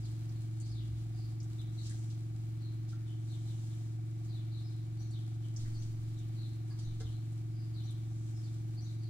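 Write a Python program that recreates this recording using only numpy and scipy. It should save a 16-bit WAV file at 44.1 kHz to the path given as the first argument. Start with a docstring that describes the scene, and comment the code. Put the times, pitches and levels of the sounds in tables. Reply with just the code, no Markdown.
"""Water pump and sink in a camper

A small electric pump hums and throbs under the worktop, five uneven strokes a turn, its casing rattling.
Someone rinses and wipes the sink: the tap hisses thinly, water splashes, knocks ring the basin.
Shifts of weight make the van thud and sway on its springs. Small birds chirp faintly outside."""
import sys
import numpy as np
from scipy import signal
from scipy.fft import rfft, irfft
from scipy.io import wavfile
from scipy.ndimage import uniform_filter1d

SR = 44100
rng = np.random.default_rng(int(sys.argv[2]) if len(sys.argv) > 2 else 0)


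def bounce(signal):
    """Save signal as a 16-bit WAV file at the path given by the first command-line argument."""
    frames = np.transpose(np.atleast_2d(signal))
    limited = np.clip(frames, -1, 1)
    pcm = np.round(limited * 32767).astype(np.int16)
    wavfile.write(sys.argv[1], SR, pcm)


N = 400869
T = np.arange(N) / SR


def undb(db):
    """Decibels to gain."""
    return 10 ** (np.asarray(db) / 20)


def level(x, db):
    """Scale to an rms level."""
    return x * undb(db) / np.sqrt(np.mean(x ** 2))


def colour(x, points):
    """Filter by a spectrum of (Hz, dB) points."""
    hz, db = np.transpose(points)
    f = np.fft.rfftfreq(x.shape[-1], 1 / SR) + 1
    return irfft(rfft(x) * undb(np.interp(np.log(f), np.log(hz), db)), x.shape[-1])


def band(x, hz, width_hz):
    """Band-pass, bell-shaped in octaves; output rms 1."""
    f = np.fft.rfftfreq(x.shape[-1], 1 / SR) + 1
    bell = np.exp(-.5 * np.abs(2 * np.log(f / hz) * hz / width_hz) ** np.e)
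    return level(irfft(rfft(x) * bell, x.shape[-1]), 0)


def add(out, at_s, x):
    """Mix x into out from at_s."""
    i = max(int(at_s * SR), 0)
    out[..., i:i + x.shape[-1]] += x[..., :max(N - i, 0)]


def drift(rate_hz):
    """Smooth random signal, deviation near 1."""
    hold = int(SR / rate_hz)
    steps = np.repeat(rng.standard_normal(N // hold + 1), hold)
    return 1.307 * uniform_filter1d(uniform_filter1d(steps, hold), hold)[:N]


def swell(t, rise_s, decay_s):
    """Smooth rise to 1, exponential fall."""
    rise = np.sin(np.pi / 2 * np.minimum(t / rise_s, 1)) ** 2
    return rise * np.exp(-np.maximum(t - rise_s, 0) / decay_s)


def room(x, t60_s, direct_db):
    """Direct sound plus a diffuse stereo tail; power preserved."""
    t = T[:SR // 2]
    response = rng.standard_normal((2, len(t))) * np.exp(-np.log(1000) * t / t60_s)
    response /= np.sqrt(np.sum(response ** 2, axis=1, keepdims=True))
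    response[:, 0] += undb(direct_db)
    return signal.fftconvolve(x[None], response, axes=1)[:, :N] / np.sqrt(1 + undb(direct_db) ** 2)


def place(x, left_db, side_db):
    """Set stereo balance and width."""
    mid, side = (x[0] + x[1]) / 2, (x[0] - x[1]) / 2 * undb(side_db)
    return np.array([(mid + side) * undb(left_db / 2), (mid - side) * undb(-left_db / 2)])


# Cabin air spectrum (frequency [Hz], relative density [dB])
AIR_SPECTRUM = [(15, 20), (28, 26), (45, 22.5), (70, 32), (150, 26.5), (300, 20), (450, 5.5), (900, 2),
                (2000, 0.5), (4000, -0.5), (8000, -9.5), (11000, -10), (16000, -10)]


def cabin_air(level_db=-60, flicker_db=1.5):
    """Steady air: rumble alike on both sides, hiss wide."""
    mid, side = rng.standard_normal((2, N))
    side = colour(side, [(100, -50), (500, 3.0), (16000, -3.5)])
    air = colour(np.array([mid + side, mid - side]), AIR_SPECTRUM)
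    return level(air, level_db) * undb(flicker_db * drift(5.4))


# Pitch contours (position in call [0-1], offset from base pitch [octaves])
CHIRP_GLIDE = [(0, 0), (1, -.11)]
SLUR_GLIDE = [(0, 0), (.35, -.13), (1, -0.56)]
HOOK_GLIDE = [(0, -0.034), (.4, -.13), (1, .2)]
# Raspy calls (time [s], length [s], base pitch [Hz], relative level [dB])
SAGGING_CHIRPS = [(.345, 0.035, 4420, -63.5), (.595, .093, 4660, -62), (1.12, .19, 4890, -63.5),
                  (1.579, 0.042, 3810, -54), (1.763, 0.072, 4290, -54.5), (2.593, 0.11, 4260, -60.5),
                  (3.049, 0.099, 3370, -62), (4.497, 0.14, 4200, -58), (4.62, 0.091, 5250, -63.5),
                  (4.64, .22, 4100, -69), (4.959, 0.13, 4410, -64), (5.42, 0.056, 3280, -62),
                  (5.73, 0.063, 4730, -59), (6.344, .15, 4170, -57.5), (6.693, .055, 4860, -60.5),
                  (7.09, .093, 4250, -64), (7.5, 0.21, 4980, -67), (8.336, .069, 5480, -62),
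                  (8.765, 0.051, 4730, -56), (8.835, .1, 4180, -60.5), (8.986, 0.12, 4670, -63)]
FALLING_SLURS = [(.018, 0.068, 5110, -60.5), (.675, 0.1, 5400, -59), (.74, 0.1, 4240, -57),
                 (3.269, 0.12, 4370, -59.5), (3.444, 0.11, 4280, -61.5), (3.68, 0.083, 3980, -65.5),
                 (4.263, 0.17, 4640, -59.5), (5.044, 0.091, 6450, -68), (5.105, 0.1, 4350, -57),
                 (6.14, 0.11, 4240, -64), (6.777, .18, 4560, -62), (7.007, .1, 4190, -58.5),
                 (7.725, 0.12, 4650, -57), (7.842, 0.09, 4430, -57.5), (8.418, .085, 5020, -62)]
# High whistles that dip, then rise (time [s], relative level [dB])
HOOK_WHISTLES = [(4.985, -60), (5.77, -59), (6.811, -61.5), (7.825, -62), (8.805, -58.5)]


def birds(buzz_hz=110, hook_s=.056, hook_hz=6230, gain_db=-2):
    """Gliding whistles with a raspy buzz in the pitch, smeared by window and yard reflections."""
    out, rasp = np.zeros(N), .7 * drift(500)
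    hooks = [(at_s, hook_s, hook_hz, db) for at_s, db in HOOK_WHISTLES]
    kinds = [(SAGGING_CHIRPS, CHIRP_GLIDE, 221), (FALLING_SLURS, SLUR_GLIDE, 274), (hooks, HOOK_GLIDE, 30)]
    for calls, glide, depth_hz in kinds:
        for at_s, length_s, base_hz, db in calls:
            t = T[:int(length_s * SR)]
            offset, speed = rng.random(), 1 + .1506 * rng.standard_normal()
            buzz = np.sin(2 * np.pi * (buzz_hz * speed * t + offset))
            buzz += rasp[int(offset * N / 2):][:len(t)]
            hz = base_hz * 2 ** np.interp(t / length_s, *np.transpose(glide)) + depth_hz * buzz
            whistle = np.sqrt(2) * np.sin(2 * np.pi * np.cumsum(hz) / SR)
            add(out, at_s, undb(db + gain_db) * whistle * np.sin(np.pi * t / length_s))
    window = undb(-4.5) * room(out, t60_s=.06, direct_db=-7)
    yard = undb(-3.5) * room(out, t60_s=.7, direct_db=-25)
    return place(window + yard, left_db=3, side_db=.5)


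# Thuds and sway (time [s], frequency [Hz], rise [s], decay [s], peak level [dB])
BODY_SWINGS = [(0, 59.3, .03, 0.14, -49.5), (.58, 56.3, 0.16, 0.65, -49), (.9, 73, 0.024, .035, -38.5),
               (2.32, 62, .03, .05, -55), (5.58, 20.9, 0.055, 0.31, -40), (5.989, 79, 0.015, 0.032, -44),
               (6.84, 23.8, 0.037, 0.15, -40.5), (7.027, 71, 0.023, .03, -40)]


def van_thuds():
    """Floor, panels and springs answer each shift of weight with a low, damped oscillation."""
    out, t = np.zeros(N), T[:2 * SR]
    for at_s, hz, rise_s, decay_s, db in BODY_SWINGS:
        add(out, at_s, undb(db) * np.sin(2 * np.pi * hz * t) * swell(t, rise_s, decay_s))
    return out


# Basin resonances (frequency [Hz], gain [dB], t60 [s])
BASIN_MODES = [(447, 16, 0.19), (520, -1, .2), (750, 3, 0.12), (900, -7, .14), (1060, 0, 0.11),
               (1347, 11, 0.069), (1383, 1.5, 0.25), (1530, 10, 0.12), (1675, 9, 0.15), (2077, 10.5, 0.22),
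               (3060, 2, 0.13)]
# Blows (time [s], relative level [dB], centre [Hz], spread [octaves])
BASIN_BLOWS = [(2.925, -63, 1410, 0.074), (3.024, -87, 2050, 0.13), (6.701, -64, 1060, 0.11),
               (6.705, -69, 1800, 0.12), (6.78, -73, 800, 0.41), (7.002, -61, 710, 0.9)]


def basin_knocks(contact_s=.007, scrape_db=-8, scrape_decay_s=.11):
    """A scuffing contact rings the basin; where it lands favours some modes."""
    out, t = np.zeros(N), T[:SR // 2]
    for at_s, db, centre_hz, spread_oct in BASIN_BLOWS:
        ring = 0
        for hz, mode_db, t60_s in BASIN_MODES:
            weight = undb(mode_db) * np.exp(-.5 * (np.log2(hz / centre_hz) / spread_oct) ** 2)
            decay = np.exp(-np.log(1000) * t / t60_s)
            ring += weight * np.sin(2 * np.pi * (hz * t + rng.random())) * decay
        scrape = band(rng.standard_normal(len(t)), centre_hz, centre_hz * (.5 + spread_oct))
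        scrape *= undb(scrape_db) * np.exp(-t / scrape_decay_s)
        add(out, at_s, undb(db) * (ring + scrape) * np.minimum(t / contact_s, 1))
    return room(out, t60_s=.14, direct_db=20)


# Cloth strokes (time [s], length [s], level [dB])
CLOTH_STROKES = [(1.718, 0.42, -66), (3.14, .85, -70.5), (5.473, .5, -73), (7.978, 0.7, -71.5)]


def cloth_wipes(centre_hz=6770, width_hz=3300):
    """A wet cloth hisses over the basin, loudest mid-stroke."""
    envelope = np.zeros(N)
    for at_s, length_s, db in CLOTH_STROKES:
        t = T[:int(length_s * SR)]
        add(envelope, at_s, undb(db) * np.sqrt(np.sin(np.pi * t / length_s)))
    return envelope * band(rng.standard_normal((2, N)), centre_hz, width_hz)


# Drops flung at the basin (time [s], centre [Hz], level [dB])
FLUNG_DROPS = [(.292, 5500, -64), (.601, 7450, -55.5), (1.402, 5540, -58.5), (1.43, 6900, -62),
               (1.895, 7750, -55.5), (1.988, 8200, -64), (4.249, 6700, -65.5), (5.109, 7700, -62),
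               (5.563, 6050, -50.5), (6.187, 6400, -64), (7.32, 8100, -67), (7.905, 8860, -62)]
# Sloshes (time [s], length [s], level [dB])
BASIN_SLOSHES = [(.05, 0.043, -66), (0.656, 0.077, -62), (1.84, .13, -56), (2.098, 0.073, -62.5),
                 (2.886, 0.076, -61.5), (5.594, .1, -59.5), (5.819, .05, -59), (6.787, .04, -59),
                 (7.002, .04, -55.5)]
# Air pockets (time [s], level [dB])
AIR_GULPS = [(1.899, -64), (5.65, -64)]


def splashes(grain_db=3, grain_samples=64):
    """Grainy bursts of spray: drops spit, sloshes swell and drain, air pockets gulp."""
    out, t = np.zeros((2, N)), T[:SR]

    def burst(at_s, db, hz, width_hz, rise_s, decay_s):
        """Band of grainy noise, half risen at at_s."""
        grain = np.repeat(rng.uniform(-1, 1, len(t)), grain_samples)[:len(t)]
        spray = rng.standard_normal((2, len(t))) * undb(grain_db * grain)
        add(out, at_s - rise_s / 2, undb(db) * band(spray, hz, width_hz) * swell(t, rise_s, decay_s))

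    for at_s, hz, db in FLUNG_DROPS:
        burst(at_s, db, hz, width_hz=.42 * hz, rise_s=.0033, decay_s=.019)
    for at_s, length_s, db in BASIN_SLOSHES:
        burst(at_s, db, hz=4980, width_hz=4800, rise_s=.42 * length_s, decay_s=.58 * length_s)
    for at_s, db in AIR_GULPS:
        burst(at_s, db, hz=1750, width_hz=510, rise_s=.025, decay_s=.03)
    return out


# Flow over hands and cloth (time [s], relative level [dB])
TAP_FLOW = [(0.0, -77.5), (1.41, -79.5), (2.0, -78), (2.17, -79.5), (2.96, -81.5), (3.67, -76),
            (3.9, -79.5), (5.49, -80.5), (5.72, -76), (6.56, -81), (6.89, -76), (7.54, -82), (8.18, -78.5),
            (9.09, -79)]
# Spray spectrum (frequency [Hz], relative density [dB])
SPRAY_SPECTRUM = [(1000, -4.5), (2500, -10), (4000, -3.5), (5500, -6.5), (7000, -5), (9500, -9),
                  (11000, -14.5), (16000, -20)]


def tap(gain_db=10.5, drops_db=-6, drops_per_s=1200, spread_db=4.5, flicker_db=1.5):
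    """A thin jet hisses and breaks into droplets that tick in the basin."""
    flow_db = np.interp(T, *np.transpose(TAP_FLOW))
    sizes = undb(spread_db * np.minimum(rng.exponential(size=N), 4)) * rng.standard_normal(N)
    drops = room(sizes * (rng.random(N) < drops_per_s / SR), t60_s=.017, direct_db=-4)
    spray = rng.standard_normal((2, N)) + level(drops, drops_db)
    return level(colour(spray, SPRAY_SPECTRUM), gain_db) * undb(flow_db + flicker_db * drift(30))


SHAFT_HZ = 22.539
# Casing spectrum (frequency [Hz], relative density [dB])
CASING_SPECTRUM = [(300, -62), (430, 2), (540, -8), (640, -3.5), (760, 1.5), (920, -15.5), (1200, -5.5),
                   (1800, -12.5), (2150, -9), (2330, -8), (2500, -19), (3200, -18), (6000, -29)]
# Valve ticks (phase [turns], spread [turns], centre [Hz], width [Hz], level [dB])
VALVE_TICKS = [(0.89, 0.1, 750, 150, -76), (0.07, 0.12, 2315, 160, -85.5)]


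def pump_rattle(turns, casing_db=-70.5, uneven_db=1.5):
    """The casing chatters alike on every turn; the valves tick once a turn, never alike."""
    turn_samples = int(SR / SHAFT_HZ)
    grid = np.arange(turn_samples) / turn_samples
    chatter = np.array([np.interp(turns % 1, grid, rng.standard_normal(turn_samples)) for _ in range(2)])
    out = level(colour(chatter, CASING_SPECTRUM), casing_db)
    for phase, spread, hz, width_hz, db in VALVE_TICKS:
        offset = (turns - phase + .5) % 1 - .5
        gate = np.exp(-.5 * (offset / spread) ** 2) * undb(uneven_db * drift(SHAFT_HZ))
        out += undb(db) * band(gate * rng.standard_normal((2, N)), hz, width_hz)
    return out


# Hum lines, motor whine last (order [x shaft rate], relative level [dB])
HUM_LINES = [(3, -22.5), (4, -21.5), (5, 1), (6, -16.5), (7, -18.5), (8, -41), (9, -29), (10, -29.5),
             (11, -28.5), (12, -38), (13, -28), (14, -18), (15, -23.5), (16, -36), (17, -36.5), (24, -43),
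             (48, -60), (100, -59)]
# Paths via air, floor, cupboard panels (lowest order [x shaft rate], delay [turns], left lag [s])
HUM_PATHS = [(0, 0, .0004), (7, .014, .00048), (14, .68, .00062)]


def pump_hum(turns, level_db=-38.5, air_waver_db=.34, wood_waver_db=.92):
    """Five strokes a turn make the hum; their unequal strength adds neighbouring lines and the throb."""
    out = np.zeros((2, N))
    for order, db in HUM_LINES:
        _, delay, lag_s = [path for path in HUM_PATHS if order >= path[0]][-1]
        stereo_turns = turns - delay - np.array([[.5], [-.5]]) * lag_s * SHAFT_HZ
        # Lines passing through loose woodwork waver more.
        waver_db = (wood_waver_db if delay else air_waver_db) * drift(14)
        out += undb(db + waver_db) * np.cos(2 * np.pi * order * stereo_turns)
    return level(out, level_db)


def scene(first_turn_s=.002, wander_turns=.0025):
    """The pump runs evenly throughout the washing and the birdsong."""
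    turns = SHAFT_HZ * (T - first_turn_s) + wander_turns * drift(1.996)
    water = place(tap() + splashes() + cloth_wipes(), left_db=.5, side_db=2.5)
    pump = pump_hum(turns) + pump_rattle(turns)
    return pump + water + basin_knocks() + van_thuds() + birds() + cabin_air()


def record(dry, cutoff_hz=15700):
    """Steep elliptic low-pass."""
    return signal.sosfilt(signal.ellip(10, .1, 80, cutoff_hz, fs=SR, output="sos"), dry)


dry = scene()
out = record(dry)
bounce(out)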